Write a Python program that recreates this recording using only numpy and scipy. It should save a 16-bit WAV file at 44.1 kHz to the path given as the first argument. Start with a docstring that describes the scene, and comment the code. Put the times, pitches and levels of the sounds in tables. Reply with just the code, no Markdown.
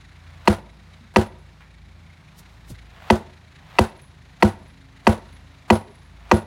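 """A steel rammer bar, close to the microphone, strikes the foot of a wooden fence strut eight times.
Each blow cracks, sends a falling bending wave through the timber, thumps the ground and shakes soil
loose; the steel zings on the blow and tinkles as it is lifted. In the pause a shovel drops into the
grass. The place is a quiet paddock with a light breeze and an engine idling far off.
Heard in mono, through the nearby microphone's limiter, which squashes every blow."""
import sys
import numpy as np
from scipy import signal
from scipy.fft import rfft, irfft, next_fast_len
from scipy.io import wavfile
from scipy.ndimage import uniform_filter1d, minimum_filter1d, map_coordinates

SR = 44100
rng = np.random.default_rng(int(sys.argv[2]) if len(sys.argv) > 2 else 0)


def output_pcm(signal):
    """Save a mono or channel-first signal as 16-bit PCM at the path in sys.argv[1].

    Samples are clipped to [-1, 1] before scaling.
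    """
    pcm = np.clip(np.atleast_2d(signal).T, -1, 1) * 32767
    wavfile.write(sys.argv[1], SR, np.round(pcm).astype(np.int16))


N = 284886
AGE = np.arange(SR // 2) / SR  # time since a contact [s]


def amp(db):
    """Decibels to gain."""
    return 10 ** (np.asarray(db) / 20)

def unit(x):
    """Scale to rms 1."""
    return x / np.sqrt(np.mean(x ** 2) + 1e-20)

def along(points, hz):
    """Read (frequency, value) points on a log axis."""
    f, v = np.transpose(points)
    return np.interp(np.log(hz + 1), np.log(f + 1), v)

def noise(spectrum, size=len(AGE)):
    """Coloured noise of rms 1."""
    m = next_fast_len(size)
    gain = amp(along(spectrum, np.fft.rfftfreq(m, 1 / SR)))
    return unit(irfft(rfft(rng.standard_normal(m)) * gain, m)[:size])

def crumbs(spectrum, clump_db):
    """Noise broken into millisecond grains."""
    grains = map_coordinates(rng.standard_normal(len(AGE)), [AGE * 900], order=1)
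    return unit(noise(spectrum) * amp(clump_db * grains))

def resonance(hz, width_hz):
    """An unsteady ring: noise in one narrow band."""
    f = np.fft.rfftfreq(len(AGE), 1 / SR)
    return unit(irfft(rfft(rng.standard_normal(len(AGE))) / (1 + ((f - hz) / width_hz) ** 2), len(AGE)))

def tone(hz):
    """A sine that follows a pitch curve."""
    return np.sin(2 * np.pi * np.cumsum(hz) / SR)

def wobble(per_s):
    """A smooth random curve."""
    return map_coordinates(rng.standard_normal(N // 100), [np.arange(N) / SR * per_s])

def fade(delay, rise, t60):
    """Envelope that waits, rises and dies away; times in seconds."""
    t = np.maximum(AGE - delay, 0)
    return (1 - np.exp(-(t / rise) ** 2)) * 1000 ** (-t / t60)

def add(track, s, sound):
    """Mix a sound into the track at time s."""
    part = track[round(s * SR):][:len(sound)]
    part += sound[:len(part)]


# open-air rumble and leaf hush: (frequency [Hz], level [dB])
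RUMBLE = [(12, -47), (25, -20), (40, -19), (60, -4.5), (92, -0.5), (120, -2), (160, -0.5), (216, -11),
          (290, -15.5), (400, -18.5), (520, -48.5), (880, -120)]
LEAVES = [(150, -27.5), (278, -21.5), (380, -17.5), (500, -15), (800, -12), (1500, -14.5), (2200, -16.5),
          (3120, -21), (3910, -20), (4730, -24), (16000, -45.5)]

def breeze():
    """A low rumble lies over the paddock, with a fluttering hush of leaves."""
    return amp(-53) * noise(RUMBLE, N) + amp(-57 + 1.2 * wobble(per_s=5)) * noise(LEAVES, N)


# course of the idle: (time [s], firing rate [1/s], clatter level [dB], hum level [dB])
IDLE = [(0, 27.626, -5.5, -10.5), (0.399, 27.854, -11, -18), (0.9, 29.06, -12, -23),
        (1.801, 27.95, -14, -23), (2.7, 27.61, -9.5, -15.5), (4.2, 26.95, -8.5, -16.5),
        (4.85, 26.96, -10, -6.5), (5.5, 27.4, -9.5, -8), (6.46, 27.78, -13, -20.5)]
# exhaust partials: (multiple of the firing rate, level [dB])
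EXHAUST = [(1, -24), (2, 1), (3, 1), (4, -9.5), (5, -10), (5.5, -10), (6.5, -17.5), (7, -18.5)]
# engine clatter from afar: (frequency [Hz], level [dB])
CLATTER = [(600, -25), (1500, 0), (1900, 5.5), (2400, -0.5), (3100, -5), (3900, 1), (4800, -11.5),
           (5800, -13.5), (6900, -11.5), (8000, -25), (10000, -14.5), (12000, -35), (16000, -37)]

def distant_engine():
    """Far off, an engine idles: exhaust drone, a hum that comes and goes, clatter at every firing."""
    s, rate, clatter_db, hum_db = np.transpose(IDLE)
    t = np.arange(N) / SR
    firings = np.cumsum(np.interp(t, s, rate)) / SR
    drone = sum(amp(db + 4.5 * wobble(4.3)) * np.sin(2 * np.pi * (k * firings + rng.random()))
                for k, db in EXHAUST)
    hum = amp(np.interp(t, s, hum_db) + 1.86 * wobble(10)) * np.sin(2 * np.pi * 10 * firings)
    cycle = (firings + 0.08 * wobble(rate.mean())) % 1
    bursts = np.exp(-((cycle - 0.5) / 0.3) ** 2) * amp(2.5 * wobble(rate.mean()))
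    clatter = unit(bursts * noise(CLATTER, N)) * amp(np.interp(t, s, clatter_db))
    # a narrow resonance in the clatter
    whine = unit(bursts * amp(2.5 * wobble(3.7)) * tone(2290 + 110 * wobble(200)))
    return amp(-51) * (drone + hum) + amp(-50) * clatter + amp(-69) * whine


# stalks underfoot: (time [s], level [dB])
STALK_TICKS = [(0.11, -54), (0.2628, -53), (1.603, -46)]
# one tick: (frequency [Hz], level [dB])
STALK = [(300, -17), (1000, 1), (2000, 3), (4500, -16), (8000, -27.5), (16000, -32.5)]

def stalks():
    """Stalks tick faintly underfoot."""
    out = np.zeros(N)
    for s, db in STALK_TICKS:
        add(out, s, amp(db) * crumbs(STALK, clump_db=4) * fade(0, 0.003, 0.25))
    return out


# brushed grass blades: (frequency [Hz], level [dB])
BLADES = [(300, -14.5), (700, 7.5), (1500, 1.5), (3000, -2.5), (6000, -19), (10000, -26), (16000, -25)]

def swing():
    """Ahead of each blow, grass rustles ever louder as the bar comes down through it."""
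    out = np.zeros(N)
    lead = AGE[:round(0.4 * SR)]
    swell = np.exp((lead - lead[-1]) / 0.11)
    for s, *_, swing_db in BLOWS:
        rustle = crumbs(BLADES, clump_db=3)[:len(lead)] * swell
        add(out, s - lead[-1], amp(swing_db - 49.5) * rustle)
    return out


# gritty soil: (frequency [Hz], level [dB])
SOIL = [(200, 1), (700, 12), (1500, 8), (2500, -2), (4000, -3), (5500, -8.5), (8000, -10.5), (10000, -9.5),
        (12000, -18), (16000, -21)]

def lead_in():
    """A faint gritty rustle just before each blow."""
    return crumbs(SOIL, clump_db=4) * fade(0, 0.004, 0.19)


# the crack and its splintery top, close up: (frequency [Hz], level [dB])
CRACK = [(150, -20.5), (500, -1.5), (950, 7.5), (1400, 3.5), (2200, -4), (3700, -17), (6000, -14),
         (10000, -41.5), (16000, -34)]
SPLINTER = [(1000, -25), (3000, 11), (6000, 0.5), (10000, -0.5), (16000, -17.5)]

def impact(crack_db, bright_db):
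    """Steel meets wood: a crack, a knock, a bending wave and a splintery edge."""
    crack = amp(crack_db - 4) * noise(CRACK) * fade(0, 0.0011, 0.045)
    knock = amp(-0.5) * np.sin(2 * np.pi * 935 * AGE) * fade(0, 0.0015, 0.031)
    wave = amp(6.5) * bending_wave(start_hz=1092, end_hz=215)
    splinter = amp(bright_db - 11.5) * crumbs(SPLINTER, clump_db=2.5) * fade(0.0049, 0.00075, 0.029)
    return crack + knock + wave + splinter

def bending_wave(start_hz, end_hz):
    """Short bending waves outrun long ones, so the pulse arrives as a brief falling chirp."""
    t = np.maximum(AGE - 0.00432, 0)
    glide_s = 0.00359 * rng.uniform(0.9, 1.117)
    hz = end_hz + (start_hz - end_hz) * np.exp(-(t / glide_s) ** 2)
    return tone(hz * (t > 0)) * (1 - np.exp(-(t / 0.0014) ** 2)) * np.exp(-(t / 0.0066) ** 2)


# modes of strut and bar in contact: (frequency [Hz], level [dB], t60 before choking [s])
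STRUT_MODES = [(62, -16.5, 0.083), (100.3, -10, 0.36), (169.7, -15.5, 0.28), (217.8, 6.5, 0.14),
               (337.7, -10.5, 0.18), (358.2, -0.5, 0.16), (502.3, -2, 0.11), (544, -9.5, 0.15),
               (658, -14, 0.19), (690, -8.5, 0.15), (799, -16.5, 0.34), (960, -16, 0.25), (1060, -32, 0.36),
               (1137, -7.5, 0.028), (1264, -23.5, 0.081), (1481, -23.5, 0.41), (1965, -1.5, 0.036),
               (2527, -1, 0.023), (2672, 1, 0.021), (3030, -11, 0.033), (3470, -15, 0.023),
               (4090, -16, 0.012), (4390, -9, 0.024), (5270, -26.5, 0.038)]
# the strut's many weak, crowded modes: (frequency [Hz], level [dB])
CROWDED_MODES = [(150, -13), (300, -0.5), (450, 1.5), (950, 2.5), (1150, 0.5), (1550, -5.5), (2100, -15),
                 (3000, -21.5), (6000, -34.5), (16000, -58)]

def strut_ring(timber, crack_db, ring_db, bright_db, pitch):
    """The strut rings a little differently each time, until the bar's weight settles and chokes it."""
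    hz, db, t60 = np.transpose(STRUT_MODES)[:, :, None]
    scatter, detune = rng.standard_normal((2, len(STRUT_MODES), 1))
    delay = 0.00465 * np.maximum(np.sqrt(1000 / hz) - 0.7, 0)  # low modes arrive last
    rise = 0.0011 + 1.44 / hz  # and swell slowest
    blow_db = np.where(hz > 1800, crack_db + 2, ring_db) + bright_db * (hz > 3200)
    level = amp(db - 4.5 + 1.5 * scatter + blow_db)
    sines = np.sin(2 * np.pi * hz * pitch * (1 + 0.008 * detune) * (AGE - delay))
    modes = np.sum(level * sines * fade(delay, rise, t60), axis=0)
    body = amp(ring_db - 19.5) * timber * fade(0.0095, 0.0038, 0.14)
    choke = np.exp(-(AGE / 0.1) ** 3)
    return (modes + body) * choke

def loose_soil():
    """Soil shakes loose, then the bar beds into the grit."""
    spill = amp(-22) * crumbs(SOIL, clump_db=-0.5) * fade(0.019, 0.0029, 0.17)
    grind = amp(-30) * crumbs(SOIL, clump_db=3) * fade(0.051, 0.0016, 0.14)
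    return spill + grind

def thump(start_hz, end_hz, delay, rise, t60):
    """Soft earth gives way under a weight, its pitch sagging."""
    t = np.maximum(AGE - delay, 0)
    hz = end_hz + (start_hz - end_hz) * np.exp(-t / 0.012)
    return tone(hz * (t > 0)) * fade(delay, rise, t60)


# bright hiss of the steel's tick and of swishing grass: (frequency [Hz], level [dB])
HISS = [(300, 4.5), (1500, -19.5), (3500, -4.5), (5000, -3), (10000, -5), (16000, -10.5)]

def jingle(t60, tick_db):
    """A rough, high sizzle of steel and a tiny tick, a little different at every touch."""
    ring = resonance(10630, width_hz=45) + amp(-3) * resonance(10760, width_hz=130)
    chatter = amp(3 * map_coordinates(rng.standard_normal(len(AGE)), [AGE * 120], order=1))
    tick = amp(tick_db) * crumbs(HISS, clump_db=0) * fade(0, 0.0005, 0.02)
    return unit(ring * chatter) * fade(0, 0.005, t60) + tick

def steel_zing():
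    """The struck steel jingles, then sings on faintly."""
    shimmer = amp(-26) * resonance(10660, width_hz=70) * fade(0, 0.01, 0.9)
    return jingle(t60=0.19, tick_db=-10.5) + shimmer


# the bar's rebounds: (time after the blow [s], level [dB])
REBOUNDS = [(0.0255, -19), (0.052, -22), (0.107, -35.5)]
# one dull bump: (frequency [Hz], level [dB])
BUMP = [(200, -6), (420, 5), (600, 5), (900, -6), (1500, -12.5), (4000, -21), (12000, -38)]

def add_rebounds(track, s, rebound_db):
    """The bar chatters on the timber after the blow at time s."""
    for after, db in REBOUNDS:
        bump = crumbs(BUMP, clump_db=2.5) * fade(0, 0.00091, 0.09)
        add(track, s + after * rng.uniform(0.94, 1.06), amp(db + rebound_db) * bump)


# the blows, levels relative: (time [s], crack [dB], wood ring [dB], ground thump [dB], brightness [dB],
# steel zing [dB], pitch [ratio], soil [dB], rebound [dB], lead-in [dB], swing rustle [dB])
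BLOWS = [(0.4746, -1, -2, 2, 2, -1.5, 0.97, 1, -2.5, -1, 0),
         (1.1602, 1, -2, 2, 0.5, -15.5, 1.0, 0.5, 0.5, -1.5, -35),
         (3.1005, -2.5, -2.5, 2.5, -0.5, -21, 1.01, -1, -3.5, -8, 8.5),
         (3.7855, -2, -4, 5, 1.5, -0.5, 1.01, 1, -4, -7.5, 5.5),
         (4.4241, -1.5, 0, 3, 0, 0.5, 0.99, 0, -3.5, 1, -18),
         (5.0682, -1, -1, 4.5, 0.5, -0.5, 1.0, -0.5, 0.5, -1, -7.5),
         (5.7011, -1, 0.5, 1, -5, 7.5, 0.995, -0.5, 0, 0, -10),
         (6.313, 0.5, 1.5, 4, -3.5, 6.5, 0.99, -1.5, -0.5, -5, 0.5)]

def rammer():
    """Near the microphone the bar is driven at the strut, shaking timber, ground and steel."""
    out = np.zeros(N)
    timber = noise(CROWDED_MODES)  # the same timber answers every blow
    for (s, crack_db, ring_db, thump_db, bright_db,
         zing_db, pitch, soil_db, rebound_db, lead_in_db, _) in BLOWS:
        add(out, s - 0.024, amp(lead_in_db - 40.5) * lead_in())
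        add(out, s, impact(crack_db, bright_db))
        add(out, s, strut_ring(timber, crack_db, ring_db, bright_db, pitch))
        add(out, s, amp(soil_db) * loose_soil())
        add(out, s, amp(thump_db - 5) * thump(117, 66, delay=0.021, rise=0.0057, t60=0.079))
        add_rebounds(out, s, rebound_db)
        add(out, s + 0.024, amp(zing_db - 40) * steel_zing())
    return out

def boot_nudge():
    """A boot shifts on the strut, which gives a low note."""
    out = np.zeros(N)
    add(out, 1.003, amp(-43.5) * resonance(218, width_hz=29) * fade(0, 0.008, 0.25))
    return out


# touches of loose steel: (time [s], level [dB])
TINKLES = [(1.26, -60), (1.384, -68), (3.966, -61), (4.0153, -53), (4.054, -61), (4.62, -68.5),
           (4.676, -62), (5.27, -67.5), (5.3268, -57.5), (5.9477, -62), (6.0288, -62.5)]

def tinkles():
    """A loose bit of steel tinkles as the bar is lifted."""
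    out = np.zeros(N)
    for s, db in TINKLES:
        add(out, s, amp(db) * jingle(t60=0.23, tick_db=3))
    return out


# the shovel's contacts: (time [s], swish level [dB], thud level [dB], swish time constant [s])
SHOVEL_FALL = [(2.392, -46, -30, 0.012), (2.53, -68, -50, 0.046), (2.705, -44, -16, 0.015)]
# bumped turf: (frequency [Hz], level [dB])
TURF = [(50, -7), (130, 3), (250, -6), (700, -24), (1200, -41), (4000, -64)]

def shovel():
    """Grass swishes as the shovel drops through it and bumps the turf."""
    out = np.zeros(N)
    for s, swish_db, thud_db, swish_s in SHOVEL_FALL:
        swell = np.exp(-np.abs(AGE - AGE.mean()) / swish_s)
        add(out, s - AGE.mean(), amp(swish_db) * crumbs(HISS, clump_db=0) * swell)
        add(out, s, amp(thud_db) * thump(345, 78.1, delay=0.0015, rise=0.019, t60=0.098))
        add(out, s - 0.008, amp(thud_db - 10) * crumbs(TURF, clump_db=3) * fade(0, 0.00903, 0.093))
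    return out

def sliding_tone():
    """Late on, one faint tone slides down."""
    out = np.zeros(N)
    hz = 450 * np.exp(-AGE / 0.49)
    add(out, 5.855, amp(-45) * tone(hz) * np.exp(-((AGE - 0.045) / 0.025) ** 2))
    return out


# decay of the paddock's echo: (frequency [Hz], t60 [s])
HEDGE_DECAY = [(100, 0.47), (500, 0.53), (2000, 0.41), (6000, 0.2), (14000, 0.073)]

def hedge_echo(x, delay):
    """Trees and hedge scatter a smooth tail back to the microphone."""
    hz, t, white = signal.stft(rng.standard_normal(len(AGE)), SR, nperseg=256)
    decay = 1000 ** (-t / along(HEDGE_DECAY, hz)[:, None])
    _, tail = signal.istft(white * decay, SR, nperseg=256)
    out = np.zeros(N)
    add(out, delay, signal.fftconvolve(x, tail / np.linalg.norm(tail)))
    return out

def scene():
    """The work close by and the paddock behind it, at one microphone."""
    work = swing() + rammer() + tinkles() + shovel() + boot_nudge() + stalks() + sliding_tone()
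    paddock = breeze() + distant_engine()
    return (work + amp(-35) * hedge_echo(work, delay=0.053) + paddock)[None]

def limiter(x, ceiling_db, hold_s, release_s):
    """Gain ducks at once under a peak, holds, then recovers."""
    over_db = np.maximum(20 * np.log10(np.abs(x) + 1e-9) - ceiling_db, 1e-6)
    span = int(hold_s * SR) | 1
    held = -minimum_filter1d(-over_db, span, origin=span // 2)
    clock = np.arange(N) / SR / release_s
    duck_db = np.exp(np.maximum.accumulate(np.log(held) + clock) - clock)  # exponential release
    return x * amp(-uniform_filter1d(duck_db, size=30))

def record(dry):
    """The microphone's chain: limiter, softly rounded peaks and a band limit."""
    limited = limiter(dry[0], ceiling_db=-0.5, hold_s=0.0043, release_s=0.025)
    rounded = 0.93 * limited / (1 + np.abs(limited) ** 6) ** (1 / 6)
    m = next_fast_len(N + SR // 2)
    passband = np.fft.rfftfreq(m, 1 / SR) < 16200
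    return irfft(rfft(rounded, m) * passband, m)[None, :N]


dry = scene()
out = record(dry)
output_pcm(out)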